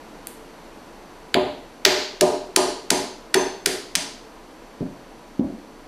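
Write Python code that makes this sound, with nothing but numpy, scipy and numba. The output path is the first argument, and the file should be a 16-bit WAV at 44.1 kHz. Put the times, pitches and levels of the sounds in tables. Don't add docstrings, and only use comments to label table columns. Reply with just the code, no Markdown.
import sys
import numpy as np
from scipy import signal
from scipy.fft import rfft, irfft
from scipy.io import wavfile
from scipy.ndimage import uniform_filter1d
from numba import njit

SR = 44100
rng = np.random.default_rng(int(sys.argv[2]) if len(sys.argv) > 2 else 0)


def wrap_up_sound(samples):
    columns = np.atleast_2d(samples).T
    tamed = np.clip(columns, -1, 1)
    steps = np.round(tamed * 32767).astype(np.int16)
    wavfile.write(sys.argv[1], SR, steps)


def gain_from_db(level_db):
    decades = np.asarray(level_db, float) / 20
    return 10 ** decades


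N = 259040
TIME = np.arange(N) / SR

# [t/s, peak level/dB, tilt/dB per octave, push/ms, detour off the cloth/cm]
BLOWS = [
    (0.271, -21.5, 1.6, 0.12, 3.1),
    (1.3424, -6, .8, .345, 9.3),
    (1.8514, 6, 0.1, .21, 16),
    (2.2099, -1, -2.16, 0.14, 25),
    (2.5618, 0, -0.6, 0.15, 23.6),
    (2.9043, -1, -1.9, 0.14, 15),
    (3.3426, -3, -6.5, 0.13, 39),
    (3.6599, -3, -3.1, 0.13, 20.5),
    (3.9532, -4.5, -0.4, 0.16, 11.9),
]
# [f/Hz, level/dB, t60/s]
BOARD_MODES = [(71, -21, 0.5), (105.5, -28.5, 1), (132.3, -19.5, 0.39), (176.7, -5, 0.22), (200, -12, 0.25),
               (209.5, -16.5, 0.15), (249.9, -2, 0.29), (280.5, -5.5, 0.59), (340, -3, 0.16),
               (374, 5, 0.52), (385.2, 6.5, 0.2), (399, 14.5, 0.12), (445, -6.5, .5), (488, -6, 0.66),
               (535, -14, 0.7), (570, -22, 0.82), (606, 7, 0.42), (630, -16, 1), (686, 3, 0.53),
               (643, 1, 0.3), (743, -2.5, 0.52), (785, -7, 1), (840, -3.5, 0.68), (866, -8.5, 1),
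               (941, -5.5, 1), (960, -10, 0.82), (1003, -5, 0.41), (1060, -9, 0.52), (1210, -12, 0.95),
               (1243, -18, 1)]


def unit(x):
    return x / np.max(np.abs(x))


def band(x, lo_hz, hi_hz, order=2):
    return signal.sosfilt(signal.butter(order, [lo_hz, hi_hz], "band", fs=SR, output="sos"), x)


def add(track, start_s, x):
    i = int(start_s * SR)
    track[i:i + len(x)] += x[:N - i]


def modes(mode_table, length_s, phase, extra_db=0, beat=0):
    hz, db, t60_s = np.transpose(mode_table)[:, :, None]
    t = TIME[:int(length_s * SR)]
    rate, start = rng.random((2, 2, len(mode_table), 1))
    spread_hz = 36 * (rate - 0.5)
    neighbours = 1 + beat * np.sum(np.exp(2j * np.pi * (spread_hz * t + start)), axis=0)
    swing = np.imag(neighbours * np.exp(1j * (2 * np.pi * hz * t + phase)))
    return np.sum(gain_from_db(db + extra_db - 60 * t / t60_s) * swing, axis=0)


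def camcorder_noise():
    # [f/Hz, level/dB per Hz]
    hiss_spectrum = [(26, -45), (45, -7), (55, -11.5), (88, -17), (225, -3.5), (355, -1), (391, -10.5),
                     (441, -0.5), (485, -6), (973, -8), (1150, -12), (4640, -26), (11800, -34.5),
                     (13000, -32.5), (14000, -81)]
    # [t/s, level/dB]
    hiss_gain = [(0, -46), (1.3, -47), (2.0, -48), (4.2, -47.5), (5.87, -48.5)]
    # [f/Hz, level/dB]
    whine_tones = [(26, -62), (30, -67), (985, -68), (3898, -82), (4194, -79), (4495, -75), (4797, -82),
                   (5394, -81), (5819, -81), (5992, -80), (6293, -82)]
    hz, db = np.transpose(hiss_spectrum)
    f = np.maximum(np.fft.rfftfreq(N, 1 / SR), 1)
    noise = irfft(rfft(rng.standard_normal(N)) * gain_from_db(np.interp(np.log(f), np.log(hz), db)), N)
    noise = noise / np.std(noise) * gain_from_db(np.interp(TIME, *np.transpose(hiss_gain)) - 3.5)
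    drift_rad = np.cumsum(rng.standard_normal(N)) * 0.006
    for k, (tone_hz, tone_db) in enumerate(whine_tones):
        phase = k + drift_rad * min(k, 1)
        noise = noise + np.sqrt(2) * gain_from_db(tone_db) * np.sin(2 * np.pi * tone_hz * TIME + phase)
    return noise


def push_db(f, push_ms, fill):
    x = f * push_ms / 1000 + 1e-4
    lobes = np.sinc(x) / (1 - x ** 2)
    return 10 * np.log10(lobes ** 2 + (fill / (1 + np.pi * x ** 3)) ** 2)


def crack_colour(blow_db, tilt_db, push_ms, detour_cm, head_share, cloth_share):
    # [f/Hz, width/Hz, level/dB]
    steel_modes = [(2210, 730, 3), (4590, 350, 3.5), (6900, 215, -3), (6940, 100, 2), (10100, 1420, 11.5),
                   (13500, 1400, -0.5)]
    # [f/Hz, level/dB per octave band]
    instant_blow = [(1600, -8.5), (2700, -7), (4400, 0), (7000, 5.5), (11000, 7.5), (13500, 20)]
    f = np.maximum(np.fft.rfftfreq(1024, 1 / SR), 1)
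    hz, db = np.transpose(instant_blow)
    pivot_hz = 4400
    db = db + tilt_db * np.log2(hz / pivot_hz) - 10 * np.log10(hz)
    db = np.interp(np.log(f), np.log(hz), db)
    null_fill = 0.4 * gain_from_db(0.7 * blow_db)
    db = db + push_db(f, push_ms, null_fill)
    db = db + head_share * sum(d * np.exp(-((f - mode_hz) / w) ** 2) for mode_hz, w, d in steel_modes)
    off_cloth = np.clip(cloth_share, -0.8, 0.8) * np.exp(2j * np.pi * f * detour_cm / 34300)
    db = db + 20 * np.log10(np.abs(1 + off_cloth))
    db = db - 24 * np.log2(np.maximum(1450 / f, 1)) - 55 * np.log2(np.maximum(f / 14800, 1))
    cepstrum = irfft(db * np.log(10) / 20)
    cepstrum[1:512] *= 2
    cepstrum[513:] = 0
    return irfft(np.exp(rfft(cepstrum)))


def even_rattle(t, contact_s, bounce_s, bounce_db):
    age = t / contact_s
    burst = rng.standard_normal(len(t)) * age ** 0.7 * np.exp(-1.6 * age ** 1.6)
    burst = burst + gain_from_db(bounce_db) * np.roll(burst, int(bounce_s * SR))
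    spectrum = rfft(np.roll(burst, int(0.002 * SR)))
    return irfft(spectrum / np.sqrt(uniform_filter1d(np.abs(spectrum) ** 2, size=13)))


def hammer():
    landings = [(0.36, 0.72), (0.8, 0.3), (0.55, 0.035), (0.43, 0.26), (0.63, 0.28), (0.49, 0.075),
                (0.72, 0.39), (0.6, 0.05), (0.6, 0.15)]
    # [delay/s, level/dB]
    bounces = [(.0015, -14), (.0013, 2.5), (.0092, -15), (.0018, -5), (.0016, -4), (.002, -6), (.0021, 3),
               (.0021, -1.5), (.0044, -2.5)]
    claw_levels = [-70, -64, -46, -45, -45, -35, -30, -46, -40]
    # [f/Hz, level/dB, t60/s]
    claw_modes = [(4480, -14, .5), (6212, -4, .45), (6245, 0, .48), (7340, -16, .4)]
    # [f/Hz, level/dB re blow, t60/s]
    punch_modes = [(4610, -21, .06), (7300, -29, 0.029), (2370, -25.5, 0.035)]
    near, far, ring = np.zeros((3, N))
    for blow, landing, bounce, claw_db in zip(BLOWS, landings, bounces, claw_levels):
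        s, db, tilt_db, *contact = blow
        to_walls = crack_colour(db, tilt_db, *contact, *landing)
        to_camera = crack_colour(db, tilt_db + 1, *contact, *landing)
        contact_s = 0.0017 * gain_from_db(0.48 * db)
        rattle = even_rattle(TIME[:1024], contact_s, *bounce)
        crack = gain_from_db(db + 1.0) * unit(np.convolve(rattle, to_camera))
        same_energy = np.sqrt(np.sum(crack ** 2) / np.sum(to_walls ** 2))
        add(near, s - 0.002, crack)
        add(far, s, gain_from_db(-4) * to_walls * same_energy)
        claw_phase = 2 * np.pi * rng.random((len(claw_modes), 1))
        add(ring, s, gain_from_db(claw_db) * modes(claw_modes, 0.8, claw_phase, beat=0.4))
        add(ring, s, gain_from_db(db) * landing[0] * modes(punch_modes, 0.1, 0))
    return near, far, ring


def board(extra_db=0):
    chance = rng.random((len(BOARD_MODES), 2))
    damped = np.minimum(BOARD_MODES, [SR, SR, 0.48])
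    return modes(damped, 0.5, 2 * np.pi * chance[:, :1], extra_db + 3 * (chance[:, 1:] - 0.5), beat=0.6)


def table():
    # [peak level/dB, then relative level/dB: < 320 Hz, > 520 Hz, > 800 Hz]
    thumps = [(-12, 7.5, -0.5, 1), (-7.5, 1.5, -6, 4), (-7.5, 3.5, 0.5, 1), (-8.5, 5.5, -0.5, 6),
              (-12, 4.2, -6, 6.5), (-10.5, 0.5, -6, 6), (-17, 0, -5, -1), (-30.5, 17, 5, 8.5)]
    near, far = np.zeros((2, N))
    hz = np.array(BOARD_MODES)[:, :1]
    lag_s, knock_db = 0.00654, -0.5
    for (s, *_), (db, low_db, upper_db, top_db) in zip(BLOWS[1:], thumps):
        ring = board((hz < 320) * low_db + (hz > 520) * upper_db + (hz > 800) * top_db)
        t = TIME[:len(ring)]
        ring = gain_from_db(db) * unit(ring * np.clip(t / 0.004, 0, 1))
        knock = ring * gain_from_db(-60 * t / 0.062)
        add(near, s + lag_s, gain_from_db(knock_db) * knock + ring * np.clip(t / 0.021, 0, 1))
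        add(far, s + lag_s, knock)
    return near, far


def laying_down():
    # [t/s, peak level/dB, thud f/Hz, thud length/s, board level/dB]
    touches = [
        (4.8088, -22, 264, 0.00075, -9),
        (4.8156, -23, 200, 0.0014, -5.5),
        (5.3968, -12, 254, 0.00163, -11.5),
    ]
    near, far = np.zeros((2, N))
    t = TIME[:1024] - 0.01
    for s, db, hz, length_s, board_db in touches:
        spread_s = length_s * np.where(t > 0, 1.6, 1)
        thud = -gain_from_db(db) * np.cos(2 * np.pi * hz * t) * np.exp(-0.5 * (t / spread_s) ** 2)
        tick_shape = np.exp(-0.5 * ((t + length_s / 2) / 0.0014) ** 2)
        tick = gain_from_db(db - 31) * rng.standard_normal(len(t)) * tick_shape
        hard_core = gain_from_db(db - 2.5) * np.exp(-0.5 * (t / 0.00038) ** 2)
        push = thud + hard_core
        softer_top_db = (np.array(BOARD_MODES)[:, :1] > 330) * -6
        build_up = np.clip(TIME[:SR // 2] / 0.012, 0, 1)
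        ring = signal.fftconvolve(push, board(softer_top_db) * build_up)
        add(near, s - 0.01, thud + band(tick, 900, 4900, order=4))
        add(near, s - 0.01, gain_from_db(db + board_db) * unit(ring))
        add(far, s - 0.01, push)
    return near, far


def room_answer(first_s, build_s):
    # [f/Hz, t60/s]
    room_decay = [(100, 0.48), (400, 0.59), (1500, 0.47), (4500, 0.58), (8000, 0.44), (15000, 0.34)]
    t, out = TIME[:SR], 0
    hz, t60_s = np.transpose(room_decay)
    for f in 70 * 2 ** np.arange(0, 8.1, 0.5):
        fade = gain_from_db(-60 * t / np.interp(np.log(f), np.log(hz), t60_s))
        out = out + band(rng.standard_normal(SR), f / 2 ** 0.25, f * 2 ** 0.25) * fade
    out = out * np.clip((t - first_s) / build_s, 0, 1)
    return out / np.sqrt(np.sum(out ** 2))


def echo(x):
    return signal.fftconvolve(x, room_answer(0.0017, 0.0068))[:N]


def scene():
    noise = camcorder_noise()
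    tap, tap_far, ring = hammer()
    thump, thump_far = table()
    thud, thud_far = laying_down()
    tap_echo = band(echo(tap_far), 200, 13900, order=16)
    room = gain_from_db(-2.5) * tap_echo + gain_from_db(1.5) * echo(thump_far) + gain_from_db(-1.5) * echo(thud_far)
    mid = tap + ring + thump + thud + room + noise
    capsule_hiss = gain_from_db(-73) * band(rng.standard_normal(N), 6200, 13000, order=10)
    capsule_rumble = gain_from_db(-64.5) * band(rng.standard_normal(N), 21.5, 120)
    side = gain_from_db(-19) * np.gradient(np.roll(tap, 9)) + gain_from_db(-35) * tap_echo + capsule_hiss + capsule_rumble
    return np.array([mid + side, mid - side])


@njit
def follow(x, attack, release):
    out, e = np.empty(len(x)), 0.
    for i in range(len(x)):
        e += (x[i] - e) * (attack if x[i] > e else release)
        out[i] = e
    return out


def low_pass(x):
    return signal.sosfilt(signal.butter(12, 16540, fs=SR, output="sos"), x)


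def record(dry):
    attack_s, release_s, knee_db, drive = 0.00083, 0.06, -21, 1.3
    loudness = follow(np.abs(dry).max(axis=0), 1 / (attack_s * SR), 1 / (release_s * SR))
    gain = np.minimum(1, gain_from_db(knee_db) / (loudness + 1e-9)) ** 0.4
    rounded = np.tanh(drive * gain_from_db(3) * dry * gain) / np.tanh(drive)
    trimmed = band(rounded, 15, 15300, order=8)
    return low_pass(np.clip(trimmed, -1, 1))


dry = scene()
out = record(dry)
wrap_up_sound(out)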